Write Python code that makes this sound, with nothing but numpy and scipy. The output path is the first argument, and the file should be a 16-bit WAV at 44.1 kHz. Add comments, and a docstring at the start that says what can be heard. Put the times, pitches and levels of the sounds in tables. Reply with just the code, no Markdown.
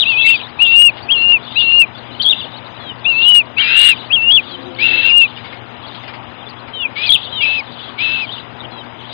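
"""Two young birds of prey whistle in their nest by a pole-top microphone: one near-pure, one hoarse with rasp.
Small birds add gliding chirps, shaken burrs and two-voiced falling whistles; short noisy bursts rustle sticks.
Under them lie coloured-noise murmur, random sweeps of far birds, mains tones and a far drone that swells once.
The left channel carries the scene, and the loudest whistles overload it; weak bands drop out, more so near loud
sounds, and the sound steps slightly every 0.1 s. The right has faint idle noise."""
import sys
import numpy as np
from scipy import signal
from scipy.fft import rfft, irfft, next_fast_len
from scipy.io import wavfile
from scipy.ndimage import uniform_filter1d, minimum_filter1d, map_coordinates

SR = 44100
rng = np.random.default_rng(int(sys.argv[2]) if len(sys.argv) > 2 else 0)


def int16_out(signal):
    """Quantize to a 16-bit WAV file."""
    q = np.round(np.clip(np.atleast_2d(signal).T, -1, 1) * 32767)
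    wavfile.write(sys.argv[1], SR, q.astype(np.int16))


def gain_from_db(level_db):
    """Convert decibel levels to linear amplitude factors (20 dB per decade)."""
    decades = np.asarray(level_db, float) / 20
    return 10 ** decades


N = 402633
T = np.arange(N) / SR
# Source levels below are at the microphone, ahead of the doubling gain of the left input.


def unit(x):
    """Scaled to rms 1."""
    return x / np.sqrt(np.mean(x ** 2) + 1e-20)


def wobble(rate):
    """A smooth random curve, rate knots a second."""
    return map_coordinates(rng.standard_normal(int(N * rate / SR) + 4), [T * rate])


def filtered(x, response):
    """x times a response of frequency."""
    m = next_fast_len(N + 8192)
    return irfft(rfft(x, m) * response(np.fft.rfftfreq(m, 1 / SR)), m)[..., :N]


def noise(spectrum, patchy_db):
    """Coloured noise of rms 1 whose gain varies in random patches of time and frequency."""
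    z = signal.stft(rng.standard_normal(N), nperseg=512)[2]
    field = uniform_filter1d(rng.standard_normal(z.shape), size=4, axis=0)
    field = uniform_filter1d(field, size=6, axis=1)
    patchy = signal.istft(z * gain_from_db(patchy_db * unit(field)), nperseg=512)[1][:N]
    f, db = np.transpose(spectrum)

    def colour(hz):
        return gain_from_db(np.interp(np.log(hz + 1), np.log(f + 1), db, left=-120, right=-120))

    return unit(filtered(patchy, colour))


def voice(notes, jitter_hz, bend_hz=0, size=220):
    """Phase of the syrinx and one gain curve per dB column; silent between notes."""
    s, hz, *dbs = np.vstack(notes).T
    sounding = sum((T >= note[0][0]) & (T < note[-1][0]) for note in notes) > 0
    gate = uniform_filter1d(sounding * 1., size=200)
    pitch = uniform_filter1d(np.interp(T, s, hz), size=size) + bend_hz  # muscles round a glide's corners
    phase = 2 * np.pi * np.cumsum(pitch + jitter_hz * wobble(150)) / SR
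    return [phase] + [np.sqrt(2) * gate * gain_from_db(np.interp(T, s, db)) for db in dbs]


def echoes(x, t60):
    """Scattered answer of roofs and trees: a noise tail that falls 60 dB in t60 seconds."""
    tail = rng.standard_normal(SR // 2) * gain_from_db(-60 * T[:SR // 2] / t60)
    return signal.fftconvolve(x, tail / np.linalg.norm(tail))[:N]


# Colour of the valley's murmur: (f/Hz, relative level/dB)
MURMUR_SPECTRUM = [(12, -51.5), (25, -30.5), (59, -21), (85, -8), (110, -6), (150, -12.5), (260, -8),
                   (400, -11.5), (917, -7.5), (1720, -15.5), (3000, -17.5), (4200, -27.5), (5100, -34),
                   (6000, -72)]


def valley_murmur():
    """Traffic and leaves blend into coloured noise whose level drifts slightly."""
    level_db = -36.5 + 0.2 * wobble(3.3) + 0.33 * wobble(6)
    return gain_from_db(level_db) * noise(MURMUR_SPECTRUM, patchy_db=1.5)


def twitter(count):
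    """Many far small birds: quick, burry random sweeps that come and go."""
    pitch = [3500 + 450 * wobble(40) for _ in range(count)]  # Hz
    size = [gain_from_db(6 * wobble(30)) * (.5 + wobble(300)) for _ in range(count)]
    sweeps = [a * np.sin(2 * np.pi * np.cumsum(hz) / SR) for a, hz in zip(size, pitch)]
    return unit(sum(sweeps))


# Colour of the noise in the far chorus: (f/Hz, relative level/dB)
CHORUS_SPECTRUM = [(2200, -35.5), (2900, -8.5), (3500, 2), (4100, -13.5), (4800, -11.5)]
# Level of the far chorus, and at 3.85 s of rasping noise from the hoarse nestling:
# (t/s, level/dB ahead of flutter and mixing)
CHORUS_AND_RASP_LEVEL = [(0, -34), (.15, -28.5), (.38, -34.5), (.5, -42), (.7, -40), (1.05, -58.5),
                         (1.6, -34.5), (1.85, -63), (2.3, -33.5), (2.9, -62), (3.23, -34.5), (3.55, -60.5),
                         (3.85, -22), (4.1, -45), (4.4, -44.5), (4.85, -49), (5.05, -38), (5.45, -46.5),
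                         (5.75, -52), (5.97, -45.5), (6.35, -69), (6.95, -53), (7.24, -30.5), (7.5, -54),
                         (7.83, -40), (8.05, -68), (8.32, -36.5), (8.7, -70), (9.13, -41.5)]


def distant_chorus():
    """Far birds blur into sweeps, echoes and coloured noise; near 3.85 s it is the hoarse nestling's rasp."""
    birds = twitter(count=4)
    blur = 0.75 * birds + .65 * echoes(birds, t60=0.043) + 0.68 * noise(CHORUS_SPECTRUM, patchy_db=5.5)
    return gain_from_db(np.interp(T, *np.transpose(CHORUS_AND_RASP_LEVEL)) + 4.0 * wobble(10)) * blur


# Mains harmonics: (f/Hz, rms level/dB ahead of wavering)
HUM_LINES = [(119.9, -47), (239.8, -49.5), (359.7, -57.5)]


def mains_hum():
    """Steady-pitched sines whose levels waver."""
    return sum(np.sqrt(2) * gain_from_db(db + 1.2 * wobble(6.2)) * np.sin(2 * np.pi * hz * T)
               for hz, db in HUM_LINES)


def chirp(start, length, first_hz, turn_hz, last_hz, db):
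    """Corners (t/s, f/Hz, level/dB) of a chirp: hold, glide to the turn, glide to the end."""
    hold, turn, edge = 0.43, .63, .15  # shares of the length
    share = np.array([0, edge, hold, turn, 1 - edge, 1])
    hz = np.interp(share, [hold, turn, 1], [first_hz, turn_hz, last_hz])
    fade_db = np.array([-7, 0, 0, 0, 0, -7])
    thin_db = -5.5 * np.maximum(hz - 3800, 0) / 1000  # high notes are weaker, per kHz
    return np.transpose([start + length * share, hz, db + fade_db + thin_db])


# Chirps of small birds: (start t/s, length t/s, first f/Hz, turn f/Hz, last f/Hz,
# level/dB ahead of fades and the thinning of high notes)
CHIRPS_OF_BIRDS = [(-.045, .089, 3290, 3950, 2459, -14), (0.183, .05, 3300, 3540, 3124, -23),
                   (0.244, .065, 2171, 3179, 1966, -21), (.97, .055, 3260, 3340, 4390, -45.5),
                   (1.015, .045, 4550, 4900, 4046, -40), (1.945, .055, 3440, 4770, 3580, -40),
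                   (2.115, 0.087, 4200, 3950, 3890, -53), (2.197, 0.044, 3150, 4800, 3506, -19),
                   (2.243, .098, 3322, 3880, 2545, -13.5), (2.362, .06, 3516, 3650, 2550, -30),
                   (2.414, .045, 3570, 3500, 2480, -33.5), (2.538, .06, 3750, 4600, 3204, -40),
                   (5.831, .065, 3274, 4694, 3696, -41), (6.378, 0.078, 3550, 3300, 2404, -45.5),
                   (6.459, .06, 3500, 4900, 3745, -39.5), (6.565, 0.051, 3340, 4260, 3890, -44.5),
                   (7.027, 0.065, 3370, 4900, 3512, -23), (7.085, .082, 3313, 3738, 2540, -12),
                   (7.8, 0.053, 3480, 3900, 4050, -41.5), (8.267, 0.057, 3250, 3370, 3270, -38)]
NEAR_DB = -25  # louder chirps come from a bird perched close


def near_chirps():
    """A close bird's gliding whistle throbs about 120 times a second."""
    phase, level = voice([chirp(*row) for row in CHIRPS_OF_BIRDS if row[-1] > NEAR_DB], jitter_hz=39.3)
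    throb = np.cos(2 * np.pi * np.cumsum(120 + 35 * wobble(40)) / SR)
    return level * (1.03 + 0.5 * throb) * np.sin(phase)


def clear_call(start, crest, length, hump_hz, sag_hz, crest_hz, sag_db, crest_db):
    """Corners (t/s, f/Hz, level/dB) of one clear call: hump, sag, crest and fall."""
    end = start + length
    start_hz, close_hz, end_hz = 2490, 2480, 2344
    risen_hz = start_hz + .75 * (hump_hz - start_hz)  # most of the climb is done early
    s = [start, start + .008, start + 0.022, start + .042, start + .098,
         crest, end - 0.033, end - 0.01, end]
    hz = [start_hz, start_hz, risen_hz, hump_hz, sag_hz, crest_hz, crest_hz - 111, close_hz, end_hz]
    db = crest_db + np.array([-31, -10.5, -6, -4, sag_db - crest_db, 0, -1, -9, -31])
    return np.transpose([s, hz, db])


# Calls of the clear nestling: (start t/s, crest t/s, length t/s, hump f/Hz, sag f/Hz, crest f/Hz,
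# sag level/dB, crest level/dB), ahead of smoothing, flips and wavers
CLEAR_CALLS = [(.05, 0.319, 0.32, 2773, 2510, 2750, -19.5, -9.5),
               (0.587, 0.84, 0.32, 2870, 2685, 2885, -14.5, -6),
               (1.083, 1.305, 0.3, 2925, 2725, 2840, -17, -11),
               (1.553, 1.791, 0.3, 2886, 2725, 2840, -17.5, -8.5),
               (3.046, 3.295, 0.38, 2833, 2595, 2941, -19, -8.5),
               (3.565, 3.849, .38, 2875, 2640, 2875, -19.5, -9.5),
               (4.099, 4.354, 0.31, 2902, 2650, 2966, -18.5, -9),
               (4.811, 5.181, 0.46, 2788, 2600, 2842, -22.5, -8.5)]
# Flips into a higher register: (start t/s, end t/s, jump f/Hz)
REGISTER_FLIPS = [(1.108, 1.142, 370.4), (3.598, 3.623, 322.6), (4.127, 4.16, 424.1), (4.309, 4.374, 419.4)]
# Wavers of the clear voice: (middle t/s, length t/s, offset f/Hz, offset level/dB)
VOICE_WAVERS = [(0.197, 0.0703, 94.5, 1), (3.766, .12, 5.5, 3), (4.138, .03, 6, 2.5), (5.0, .12, -14, -3.5),
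                (5.227, 0.047, -71, -1), (3.3, .06, 41, -1.4), (4.352, .05, 94.5, 1.5),
                (0.158, .06, -40, -1.5), (0.614, .05, -5, -1), (0.889, .06, 60.5, 1.5),
                (1.121, .07, 5, 3.5), (1.331, .08, -5, -1)]
# Stretches with uneven cycles: (start t/s, end t/s, peak level/dB ahead of flutter)
UNEVEN_CYCLES = [(1.152, 1.262, -34.5), (1.261, 1.319, -42.5), (1.583, 1.816, -36), (3.113, 3.254, -38)]


def clear_nestling():
    """A nearly pure whistle; uneven cycles add a line at 3/2 of the pitch."""
    flip_hz = 0
    for t0, t1, hz in REGISTER_FLIPS:
        inside = np.clip(np.minimum(T - t0, t1 - T) / .014 + .5, 0, 1)
        flip_hz = flip_hz + hz * np.sin(np.pi / 2 * inside) ** 2
    waver_hz, waver_db = 0, 0
    for middle, length, hz, db in VOICE_WAVERS:
        bump = np.cos(np.pi * np.clip((T - middle) / length, -.5, .5)) ** 2
        waver_hz = waver_hz + hz * bump
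        waver_db = waver_db + db * bump
    phase, level = voice([clear_call(*row) for row in CLEAR_CALLS], jitter_hz=8.6,
                         bend_hz=flip_hz + waver_hz, size=600)
    uneven = sum(gain_from_db(db) * np.clip(np.minimum(T - t0, t1 - T) / 0.028, 0, 1)
                 for t0, t1, db in UNEVEN_CYCLES)
    whistle = level * gain_from_db(waver_db + 1.2 * wobble(50) + 0.27 * wobble(200)) * np.sin(phase)
    return whistle + uneven * gain_from_db(1.8 * wobble(50)) * np.sin(3 * phase / 2)


# Short burry notes of small birds: (middle t/s, f/Hz, level/dB ahead of shaking and fades)
BURRY_NOTES = [(.082, 3690, -22), (.13, 3340, -23), (0.291, 2704, -17.5), (0.41, 2700, -25),
               (0.663, 3370, -18.5), (1.159, 3250, -27), (1.611, 3510, -19.5), (1.709, 3320, -30),
               (2.668, 3800, -38), (3.057, 3547, -30), (7.72, 3630, -43), (7.892, 3240, -34.5),
               (8.385, 2940, -31.5), (8.604, 3670, -30), (8.65, 3070, -30), (9.003, 3330, -38),
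               (9.05, 3190, -37)]


def burrs():
    """Each note is a tone shaken so fast that it blurs into a band."""
    length_s, spread_hz = 0.05, 300
    out, t = np.zeros(N + SR), T[:round(length_s * SR)]
    for s, hz, db in BURRY_NOTES:
        shake = map_coordinates(rng.standard_normal(400), [2 * spread_hz * t])
        note = gain_from_db(db) * np.hanning(len(t)) * shake * np.sin(2 * np.pi * hz * t)
        out[round((s - length_s / 2) * SR):][:len(t)] += note
    return out[:N]


# Sticks under the feet: (start t/s, level/dB ahead of attack and decay, f/Hz)
STICK_TICKS = [(0.9687, -28, 2886), (3.3448, -14.5, 2940), (5.3694, -30, 2370), (5.443, -28, 2205),
               (5.5233, -28, 2140), (5.9431, -28.5, 3270), (6.0289, -31.5, 2037), (6.0756, -25, 2400),
               (6.1345, -27.5, 2100), (6.671, -34, 2310)]


def sticks():
    """Each rustle is a short scratchy burst around the pitch of its stick."""
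    out, t = np.zeros(N + SR), T[:2000]
    for s, db, hz in STICK_TICKS:
        grit = uniform_filter1d(rng.standard_normal(len(t)), size=24)
        ring = (0.63 + unit(grit)) * np.sin(2 * np.pi * hz * t) + .5 * rng.standard_normal(len(t))
        envelope = gain_from_db(db - 60 * t / 0.13) * (1 - np.exp(-t / 0.0045))
        out[round(s * SR):][:len(t)] += envelope * ring
    return out[:N]


def far_chirps():
    """Far gliding whistles, their level broken up by the air."""
    phase, level = voice([chirp(*row) for row in CHIRPS_OF_BIRDS if row[-1] <= NEAR_DB], jitter_hz=59.9)
    return level * gain_from_db(2.5 * wobble(160)) * np.sin(phase)


def falling(start, end, first_hz, last_hz, first_db, db, bend, stops):
    """Points (t/s, f/Hz, level/dB) of one voice of a fall, cut off at the share "stops" of its length."""
    share = np.linspace(0, 1, num=24)
    loudest = .86  # share of the voice's duration
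    swell_db = first_db + (db - first_db) * (share / loudest) ** 1.8
    fade_db = db - 20 * (share - loudest) / (1 - loudest)
    level_db = np.where(share < loudest, swell_db, fade_db)
    hz = first_hz + (last_hz - first_hz) * (share * stops) ** bend  # the fall steepens
    return np.transpose([start + (end - start) * share * stops, hz, level_db])


# Two-voiced falling whistles: (start t/s, end t/s, first f/Hz, last f/Hz, first level/dB,
# loudest level/dB, upper voice level/dB against the lower), ahead of flutter
FALLING_WHISTLES = [(2.8, 2.935, 3413, 2780, -43.5, -30, -5.5), (4.51, 4.566, 3325, 2960, -37, -31.5, -5.5),
                    (6.735, 6.877, 3139, 2252, -33, -17, -10), (7.325, 7.469, 3192, 2192, -29, -14.5, -3.5),
                    (8.71, 8.84, 3360, 2930, -49, -42, -0.5)]


def two_voiced_bird():
    """One bird sounds two voices at once; the upper starts higher and stops sooner."""
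    low = [falling(*row[:-1], bend=2.1, stops=1) for row in FALLING_WHISTLES]
    high = [falling(t0, t1, hz0 + 760, hz1 + 630, db0 + up_db, db + up_db, bend=1.4, stops=.85)
            for t0, t1, hz0, hz1, db0, db, up_db in FALLING_WHISTLES]
    pair = [voice(notes, jitter_hz=22.96) for notes in (low, high)]
    return sum(level * gain_from_db(3 * wobble(130)) * np.sin(phase) for phase, level in pair)


# Swell of the drone: (t/s, level/dB ahead of its lines' own levels)
DRONE_SWELL = [(4.15, -66), (4.4, -47.5), (4.65, -37.5), (5.0, -38.5), (5.2, -54.5)]
# Lines of the drone: (f/Hz, relative level/dB)
DRONE_TONES = [(265, -1), (352, -2), (515, -4)]


def far_drone():
    """A few low sines, unsteady in level and phase, swell far off."""
    lines = sum(gain_from_db(db + 3.2 * wobble(22)) * np.sin(2 * np.pi * hz * T + .9 * wobble(23))
                for hz, db in DRONE_TONES)
    return gain_from_db(np.interp(T, *np.transpose(DRONE_SWELL), left=-120, right=-120)) * lines


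def hoarse_call(start, top, length, hz, db, tired_db, rasp_db, low_rasp_db):
    """Corners (t/s, f/Hz, tone, rasp and low rasp level/dB) of a hoarse call: slide up, hold, slide down."""
    end = start + length
    slide_s, puff_s = .045, 0.01
    slide = end - slide_s
    s = np.array([start, start + puff_s, top, slide, end - slide_s / 2, end - puff_s, end])
    rise_hz = np.interp(s, [start, top], [2200, hz])
    pitch = rise_hz - (hz - 2160) * np.clip(1 - (end - s) / slide_s, 0, 1) ** 2
    effort = np.array([-16, -5, 0, 0, 0, -5, -16])  # dB: hushed edges, weaker feet of the slides
    effort = effort + np.interp(s, [top, slide], [0, tired_db - db])
    air = effort - 6.5 * (s > slide)  # the rasp weakens in the last slide
    return np.transpose([s, pitch, db + effort, rasp_db + air, low_rasp_db + air])


# Calls of the hoarse nestling: (start t/s, top t/s, length t/s, f/Hz, level/dB, level/dB as the hold ends,
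# rasp level/dB above the pitch, rasp level/dB below it), ahead of edge fades
HOARSE_CALLS = [(3.576, 3.789, 0.36, 2757, -19, -17.5, -24, -28),
                (4.785, 4.853, 0.34, 2659, -18, -19.5, -26.5, -36),
                (6.955, 7.032, 0.15, 2542, -22.5, -23, -29, -41),
                (7.406, 7.458, .21, 2625, -17.5, -20.5, -29.5, -42.5),
                (7.979, 8.029, 0.28, 2630, -18.5, -23.5, -28.5, -41)]
# Colour of the main rasp: (f/Hz, relative level/dB)
RASP_SPECTRUM = [(1710, -32.5), (2900, -6), (4040, -9.5), (4440, -30), (4510, -42), (4720, -23),
                 (5100, -35), (6630, -60), (11200, -120)]


def hoarse_nestling():
    """A whistle with a blurred octave, and air rasping past the membranes."""
    phase, level, rasp, low_rasp = voice([hoarse_call(*row) for row in HOARSE_CALLS],
                                         jitter_hz=26.17, size=500)
    octave = gain_from_db(-21.0) * (0.88 + wobble(200)) * np.sin(2 * phase)
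    tone = gain_from_db(0.6 * wobble(90)) * np.sin(phase) + octave
    under = noise([(1150, -19.0), (1400, -1.5), (2300, 1.0), (2700, -10)], patchy_db=2.5)
    return level * tone + rasp * noise(RASP_SPECTRUM, patchy_db=0.4) + low_rasp * under


def scene():
    """All sources and their echoes at the one microphone, on two equal channels."""
    near = near_chirps()
    others = two_voiced_bird() + burrs() + far_chirps()
    nest = clear_nestling() + hoarse_nestling()
    nest_echo = gain_from_db(-40) * echoes(nest, t60=0.82)
    bird_echo = echoes(gain_from_db(-11.5) * near + gain_from_db(-25) * others, t60=0.26)
    background = valley_murmur() + distant_chorus() + mains_hum() + far_drone()
    return np.tile(nest + near + others + nest_echo + bird_echo + sticks() + background, (2, 1))


# Least level a band keeps before it drops out, raised near loud sounds: (f/Hz, level/dB)
DROPOUT_FLOOR = [(1500, -81), (3000, -73), (4300, -71.5), (4600, -70), (4900, -85.5), (5100, -77.5)]


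def dropouts(x, masking_db):
    """Every 0.1 s the sound steps two samples out of step; weak bands drop out, more so near loud sounds."""
    late = np.floor((T - .022) / .1) % 2 == 0  # stretches of 0.1 s
    stepped = np.where(late, np.roll(x, 1), np.roll(x, -1))
    hz, _, z = signal.stft(stepped, SR, nperseg=1024)
    band = uniform_filter1d(np.abs(z) ** 2, size=7, axis=0)
    loud = -minimum_filter1d(-band.max(axis=0), size=7)  # running maximum
    f, db = np.transpose(DROPOUT_FLOOR)
    floor = gain_from_db(np.interp(hz, f, db, left=-140))[:, None] ** 2
    least = floor * (1 + loud * gain_from_db(masking_db) ** 2)
    x = signal.istft(z * (band > least), SR, nperseg=1024)[1][:N]
    return filtered(x, lambda hz: np.clip((5120 - hz) / 120 + .5, 0, 1))  # top edge in Hz, edge width


def high_hiss():
    """A faint narrow band of noise around 6150 Hz flickers."""
    return gain_from_db(-87 + 5 * wobble(25)) * noise([(6000, -6), (6150, 0), (6300, -6)], patchy_db=3)


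# Colour of the empty input's noise: (f/Hz, relative level/dB)
IDLE_SPECTRUM = [(20, 0.5), (60, -3), (200, -36), (5000, -36)]


def idle_input():
    """Faint noise of an input with nothing connected, strongest in the bass."""
    return gain_from_db(-91) * noise(IDLE_SPECTRUM, patchy_db=2.0)


def roll_off(x):
    """The treble ends steeply here."""
    return signal.sosfilt(signal.butter(12, 15490, fs=SR, output="sos"), x)


def record(dry):
    """Dropouts, double gain and hard clipping on the left; only idle noise on the right."""
    left = 2 * (dropouts(dry[0], masking_db=21.0) + high_hiss())
    left = left / (1 + np.abs(left) ** 30) ** (1 / 30)  # overload close to a hard clip at 1
    return roll_off(np.array([left, idle_input()]))


dry = scene()
out = record(dry)
int16_out(out)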